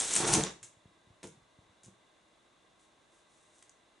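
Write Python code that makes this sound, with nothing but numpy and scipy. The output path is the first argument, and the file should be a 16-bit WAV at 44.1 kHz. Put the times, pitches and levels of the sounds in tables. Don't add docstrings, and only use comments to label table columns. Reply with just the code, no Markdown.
import sys
import numpy as np
from scipy import signal
from scipy.fft import rfft, irfft
from scipy.io import wavfile

SR = 44100
rng = np.random.default_rng(int(sys.argv[2]) if len(sys.argv) > 2 else 0)


def decibels_to_gain(level_db):
    exponent = np.asarray(level_db, float) / 20
    return 10 ** exponent


def to_wav(s):
    ch = np.atleast_2d(s).T
    pcm = np.round(np.clip(ch, -1, 1) * 32767)
    wavfile.write(sys.argv[1], SR, pcm.astype(np.int16))


N = 176400


def rms_one(x):
    return x / np.sqrt(np.mean(x ** 2) + 1e-20)


def in_time(rows):
    s, db = np.transpose(rows)
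    return np.interp(np.arange(N) / SR, s, db, left=-140, right=-140)


def at_hz(points, hz):
    points_hz, points_db = np.transpose(points)
    return np.interp(np.log(hz), np.log(points_hz), points_db)


def colour(x, spectrum):
    size = 8192
    hz = np.maximum(np.arange(size // 2 + 1) * SR / size, 10)
    below, above = (5, spectrum[0][1] - 30), (23000, spectrum[-1][1] - 20)
    db = at_hz([below] + list(spectrum) + [above], hz)
    cepstrum = irfft(np.log(decibels_to_gain(db)))
    cepstrum[1:size // 2] *= 2
    cepstrum[size // 2 + 1:] = 0
    impulse = irfft(np.exp(rfft(cepstrum)))
    return rms_one(signal.fftconvolve(np.atleast_2d(x), impulse[None], axes=1)[:, :N])


def drift(rate_hz):
    r = np.exp(-80 * np.pi * rate_hz / SR)
    white = rng.standard_normal(N // 40 + 2002)
    slow = signal.lfilter([1], [1, -2 * r, r * r], white)[2000:]
    return np.interp(np.arange(N) / 40, np.arange(len(slow)), rms_one(slow))


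def grains(per_s, spread_db):
    sizes = decibels_to_gain(spread_db * np.minimum(rng.exponential(1, N), 4))
    signs = rng.choice([-1, 1], N)
    return sizes * signs * (rng.random(N) < per_s / SR)


def resonance(x, hz, width_hz):
    r = np.exp(-np.pi * width_hz / SR)
    zeros = np.array([1, 0, -1]) * (1 - r * r) / 2
    poles = [1, -2 * r * np.cos(2 * np.pi * hz / SR), r * r]
    return signal.lfilter(zeros, poles, x + 1e-18)


def slide():
    # t/s, level/dB
    opening = [(0, -31.5), (.03, -39.5), (.06, -37.5), (.125, -35), (.17, -31), (.2, -35.5), (.262, -39),
               (.28, -32), (.315, -35.5), (.345, -24.5), (.36, -31.5), (.38, -40.5), (.4, -40.5),
               (.425, -46), (.445, -44), (.46, -50), (.5, -81), (.53, -75.5)]
    # t/s, level/dB
    sway = [(2.76, -95), (2.8, -73), (2.85, -72), (2.89, -90), (3.09, -90), (3.13, -75), (3.2, -75),
            (3.25, -88), (3.32, -74), (3.45, -74), (3.5, -76), (3.55, -72), (3.62, -73), (3.66, -84),
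            (3.8, -95)]
    # f/Hz, density/dB
    scrape_colour = [(180, -39.5), (300, -11), (761, -14.5), (834, -6.5), (1200, -3.5), (4470, 3.5),
                     (8480, 6.5), (10800, 3.5), (11500, -40), (15000, -64.5), (22000, -120)]
    scrape = colour(grains(4900, spread_db=2.5), scrape_colour)[0]
    opening_level = decibels_to_gain(in_time(opening) + drift(43))
    sway_level = decibels_to_gain(in_time(sway) + 0.76 * drift(6.6))
    return (opening_level + sway_level) * scrape


def snaps():
    # t/s, peak/dB, ring f/Hz, length/s, body level/dB
    joints = [(.001, -19, 8600, .004, -14), (.016, -24, 8500, .008, -20), (.135, -19, 7500, .007, -25),
              (.1532, -14.5, 8800, .0018, -14), (.1545, -17, 8600, .002, -16), (.161, -20, 9000, .003, -14),
              (.163, -11.5, 8000, .0014, -5), (.1643, -14, 7300, .003, -8), (.1669, -21, 8500, .0018, -14),
              (.332, -12, 10000, .0015, -16), (.3354, -13, 5000, .0012, 4), (.3368, -16, 9500, .0015, -4),
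              (.3375, -9.5, 6400, .0022, -16), (.3396, -19, 8800, .0015, -20), (.4368, -16, 6800, .001, -4),
              (.4372, -22, 3600, .0018, -6)]
    ring_width_hz, body_above_hz = 2400, 1500
    out, t = np.zeros(N + 2000), np.arange(2000) / SR
    body_filter = signal.butter(1, body_above_hz, "high", fs=SR, output="sos")
    chatter = rng.standard_normal((len(joints), len(t)))
    for (s, db, hz, length, body_db), noise in zip(joints, chatter):
        swell = np.sin(np.pi * np.minimum(t / length, 1) ** .7) ** 2
        burst = np.sign(noise) * swell
        ring = resonance(resonance(burst, hz, ring_width_hz), hz, ring_width_hz)
        snap = ring + decibels_to_gain(body_db - 6.5) * signal.sosfilt(body_filter, burst)
        i = int(s * SR)
        out[i:i + len(t)] += decibels_to_gain(db) * snap / np.abs(snap).max()
    return out[:N] * decibels_to_gain([[.8], [-.8]])


def drum(push):
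    # f/Hz, level/dB, t60/s
    modes = [(108.6, -7.5, 0.069), (140, -1.5, 0.08), (188, -3, 0.12), (248, -6, .06), (331.5, 0, .08),
             (445, -2.5, 0.17), (609, -6.5, .05), (744, 6, 0.019), (920, 5, 0.04), (1105, 2, 0.042),
             (1480, 0, 0.026)]
    out = 0
    for k, (hz, db, t60) in enumerate(modes):
        width_hz = np.log(1000) / np.pi / t60
        mode = resonance(push, hz, width_hz) / np.sqrt(1 / t60)
        out = out + (-1) ** k * decibels_to_gain(db) * mode
    return out


def canopy():
    # t/s, level/dB
    billow = [(0, -56), (.14, -60), (.2, -44.5), (.26, -39.5), (.3, -35.5), (.33, -36.5), (.36, -37.5),
              (.39, -40.5), (.41, -47), (.44, -46.5), (.47, -54.5), (.52, -91.5)]
    # f/Hz, density/dB
    nylon = [(18, -44.5), (30, -12), (138, -20.5), (263, -7), (329, -6), (668, -9.5), (1360, -9),
             (2470, -11.5), (6000, -14), (7800, -37), (13200, -120)]
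    air_db = in_time(billow)
    crackle_db = -35.5 + 0.4 * (air_db + 34.5) + 2.1 * drift(40)
    crackle = decibels_to_gain(crackle_db) * colour(grains(2500, spread_db=3.5), nylon)[0]
    flaps = signal.lfilter([1], [1, -.9], grains(810, spread_db=0.0))
    flapping = drum(decibels_to_gain(air_db) * flaps) / np.std(drum(flaps))
    gust = rms_one(resonance(rng.standard_normal(N), hz=45, width_hz=17))
    return crackle * (air_db > -99) + flapping + decibels_to_gain(air_db - 20.5) * gust


def booms():
    # t/s, length/s, start f/Hz, level/dB
    panels = [(.145, 0.044, 175.5, -44.5), (.225, 0.035, 320, -39), (.28, .045, 330, -35.5),
              (.313, .04, 125, -32.5), (.335, .035, 175, -35), (.34, .075, 298, -35),
              (.355, 0.055, 132, -32.5), (.375, .03, 430, -36.5), (.405, 0.043, 145, -36),
              (.61, .06, 110, -62.5), (1.232, .028, 159.6, -51), (1.235, .03, 454.4, -49.5),
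              (1.285, .025, 179.7, -54.5), (1.308, .03, 150.6, -58.5), (1.345, .025, 202, -65),
              (1.368, 0.0242, 135, -61.5)]
    tighten_per_s = 1.9
    out, t = np.zeros(N), np.arange(N) / SR
    for (s, length, hz, db), start_turn in zip(panels, rng.random(len(panels))):
        u = np.clip(t - s, 0, length)
        swell = np.abs(np.sin(np.pi * u / length)) ** 1.5
        turns = start_turn + hz * u * (1 + tighten_per_s * u / 2)
        out += decibels_to_gain(db) * swell * np.sin(2 * np.pi * turns)
    return out


def bumps():
    # t/s, peak/dB, contact/s, canopy ring level/dB, direction/sign
    knocks = [(0.2026, -26, .0012, -1, 1), (0.268, -25.5, .0012, 7, 1), (.372, -26.5, 0.0021, 10, -1),
              (0.385, -25, 0.0024, 3, -1), (0.397, -24, .002, 6, 1), (0.638, -55, 0.00111, 6.5, 1),
              (.77, -61.5, 0.0043, 2, 1), (.856, -49.5, 0.0034, -6.5, -1), (1.071, -57.5, 0.004, 4.5, 1),
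              (1.103, -52.5, 0.0045, 4, -1), (1.2304, -45, 0.001, 11, -1), (1.239, -40.5, .001, 16.5, 1),
              (1.242, -36.5, 0.00062, 9, 1), (1.2525, -37.5, 0.0013, 8.5, 1),
              (1.274, -46.5, 0.0022, 10.5, -1), (1.418, -61.5, .009, -4, 1), (1.587, -52, .004, 1.5, -1),
              (1.659, -66.5, 0.0043, 1, 1), (1.695, -62.5, 0.0057, 0, 1), (1.84, -60, 0.0027, 13, 1),
              (1.864, -54, .004, 5.5, 1), (1.872, -54.5, .004, 1, 1), (1.881, -49, .003, 6.5, 1),
              (1.887, -54, 0.0017, 7, 1)]
    push, ring, t = np.zeros(N), np.zeros(N), np.arange(N) / SR
    for s, db, contact, ring_db, direction in knocks:
        u = np.clip((t - s) / contact, 0, 2)
        push_pull = np.sin(2 * np.pi * (u / 2) ** .6) * np.exp(-.2 * u)
        pulse = np.sign(direction) * decibels_to_gain(db) * push_pull
        push += pulse
        ring += decibels_to_gain(ring_db) * pulse
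    rumble_cut = signal.butter(2, 78, "high", fs=SR, output="sos")
    return signal.sosfilt(rumble_cut, [push, drum(ring)])


def ticks():
    # t/s, peak/dB, shiver level/dB, low body level/dB
    tips = [(.6285, -51, -39.5, -6), (1.2296, -48.5, -46, 5), (1.271, -43, -51.5, -7.5),
            (1.8336, -51.5, -59.5, -2.5), (1.8365, -54, -59.5, -15), (1.844, -52, -56, -12.5),
            (1.8474, -49.5, -57, -19.5), (1.8597, -48.5, -63.5, -9.5), (3.584, -56, -77, -19),
            (3.591, -57, -73, -19.5), (3.6247, -51, -66, 4.5), (3.627, -51, -67, 2),
            (3.685, -58.5, -80, -20), (3.6946, -48, -73, -20), (3.6975, -51, -68, -21),
            (3.716, -64, -80, -16)]
    tick_s, shiver_rise_s, shiver_s = .0012, .0015, .025
    out, t = np.zeros(N + SR), np.arange(SR // 4) / SR
    chatter = rng.standard_normal((len(tips), len(t)))
    for (s, db, shiver_db, body_db), noise in zip(tips, chatter):
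        tick = decibels_to_gain(db + 5) * np.exp(-t / tick_s)
        shiver = decibels_to_gain(shiver_db) * np.minimum(t / shiver_rise_s, 1) * np.exp(-t / shiver_s)
        burst = noise * np.minimum(t / 0.000223, 1) * (tick + shiver)
        bright = resonance(burst, hz=7100, width_hz=3200)
        body = decibels_to_gain(body_db - 2.5) * resonance(burst, hz=2096, width_hz=4000)
        i = int(s * SR)
        out[i:i + len(t)] += bright + body
    return out[:N]


def cabin(x):
    t60_s, treble_t60_s, spread = .34, .28, .72
    t = np.arange(int(.6 * SR)) / SR
    white = rng.standard_normal((2, len(t)))
    low = signal.sosfilt(signal.butter(1, 4000, fs=SR, output="sos"), white)
    tail = low * decibels_to_gain(-60 * t / t60_s) + (white - low) * decibels_to_gain(-60 * t / treble_t60_s)
    tail *= np.clip((t - .004) / .006, 0, 1)
    tail /= np.sqrt(np.sum(tail[0] ** 2))
    mid, side = signal.fftconvolve(x[None], tail, axes=1)[:, :N]
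    side = signal.sosfilt(signal.butter(2, 520, "high", fs=SR, output="sos"), side)
    return mid + spread * side * np.array([[1], [-1]])


def hush():
    # f/Hz, density/dB
    air_colour = [(25, -14.5), (80, -11), (140, -10.5), (300, -7.5), (800, -6), (1400, -11), (3530, -15),
                  (5500, -24), (11000, -24.5)]
    # f/Hz, width/Hz, level/dB
    duct_modes = [(334, 40, 0), (619, 45, 0), (1070, 110, 0), (1570, 61, -3), (2000, 80, -4),
                  (2750, 100, -8), (3480, 180, -5), (3780, 80, -7)]
    # f/Hz, correlation/1
    likeness = [(60, 0.49), (220, 0.83), (840, 0.41), (3130, 0.65), (11000, 0.77)]
    white = rng.standard_normal((4, N))
    air = decibels_to_gain(-67.5 - 1.5) * colour(white[:2], air_colour)
    duct = sum(decibels_to_gain(db) * resonance(white[2:], hz, width) for hz, width, db in duct_modes)
    mid, side = air + decibels_to_gain(-70.5) * rms_one(duct)
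    hz = np.maximum(np.arange(N // 2 + 1) * SR / N, 10)
    alike = np.clip(at_hz(likeness, hz), 0, 1)
    mid = irfft(rfft(mid) * np.sqrt((1 + alike) / 2), N)
    side = irfft(rfft(side) * np.sqrt((1 - alike) / 2), N)
    return mid + side * np.array([[1], [-1]])


def scene():
    push, ring = bumps()
    near = slide() * decibels_to_gain([[.4], [-.4]]) + canopy() * decibels_to_gain([[-.9], [.9]])
    near = near + snaps() + ticks() + ring + booms()
    reflections = cabin(near.mean(axis=0) + decibels_to_gain(-2.0) * push)
    return near + push + decibels_to_gain(-8) * reflections + hush()


def roll_off(x):
    return signal.sosfilt(signal.butter(12, 12290, fs=SR, output="sos"), x)


def record(dry):
    # f/Hz, level/dB
    housing = [(30, 2), (100, 2), (3000, -2.5), (3700, -1), (4800, -5), (6400, 1.5), (9000, -0.5),
               (11000, -5)]
    coloured = colour(dry, housing) * np.sqrt(np.mean(dry ** 2))
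    top_cut = signal.cheby2(12, 30, 11050 * 1.04, fs=SR, output="sos")
    mix = signal.sosfilt(top_cut, coloured)
    return roll_off(mix)


dry = scene()
out = record(dry)
to_wav(out)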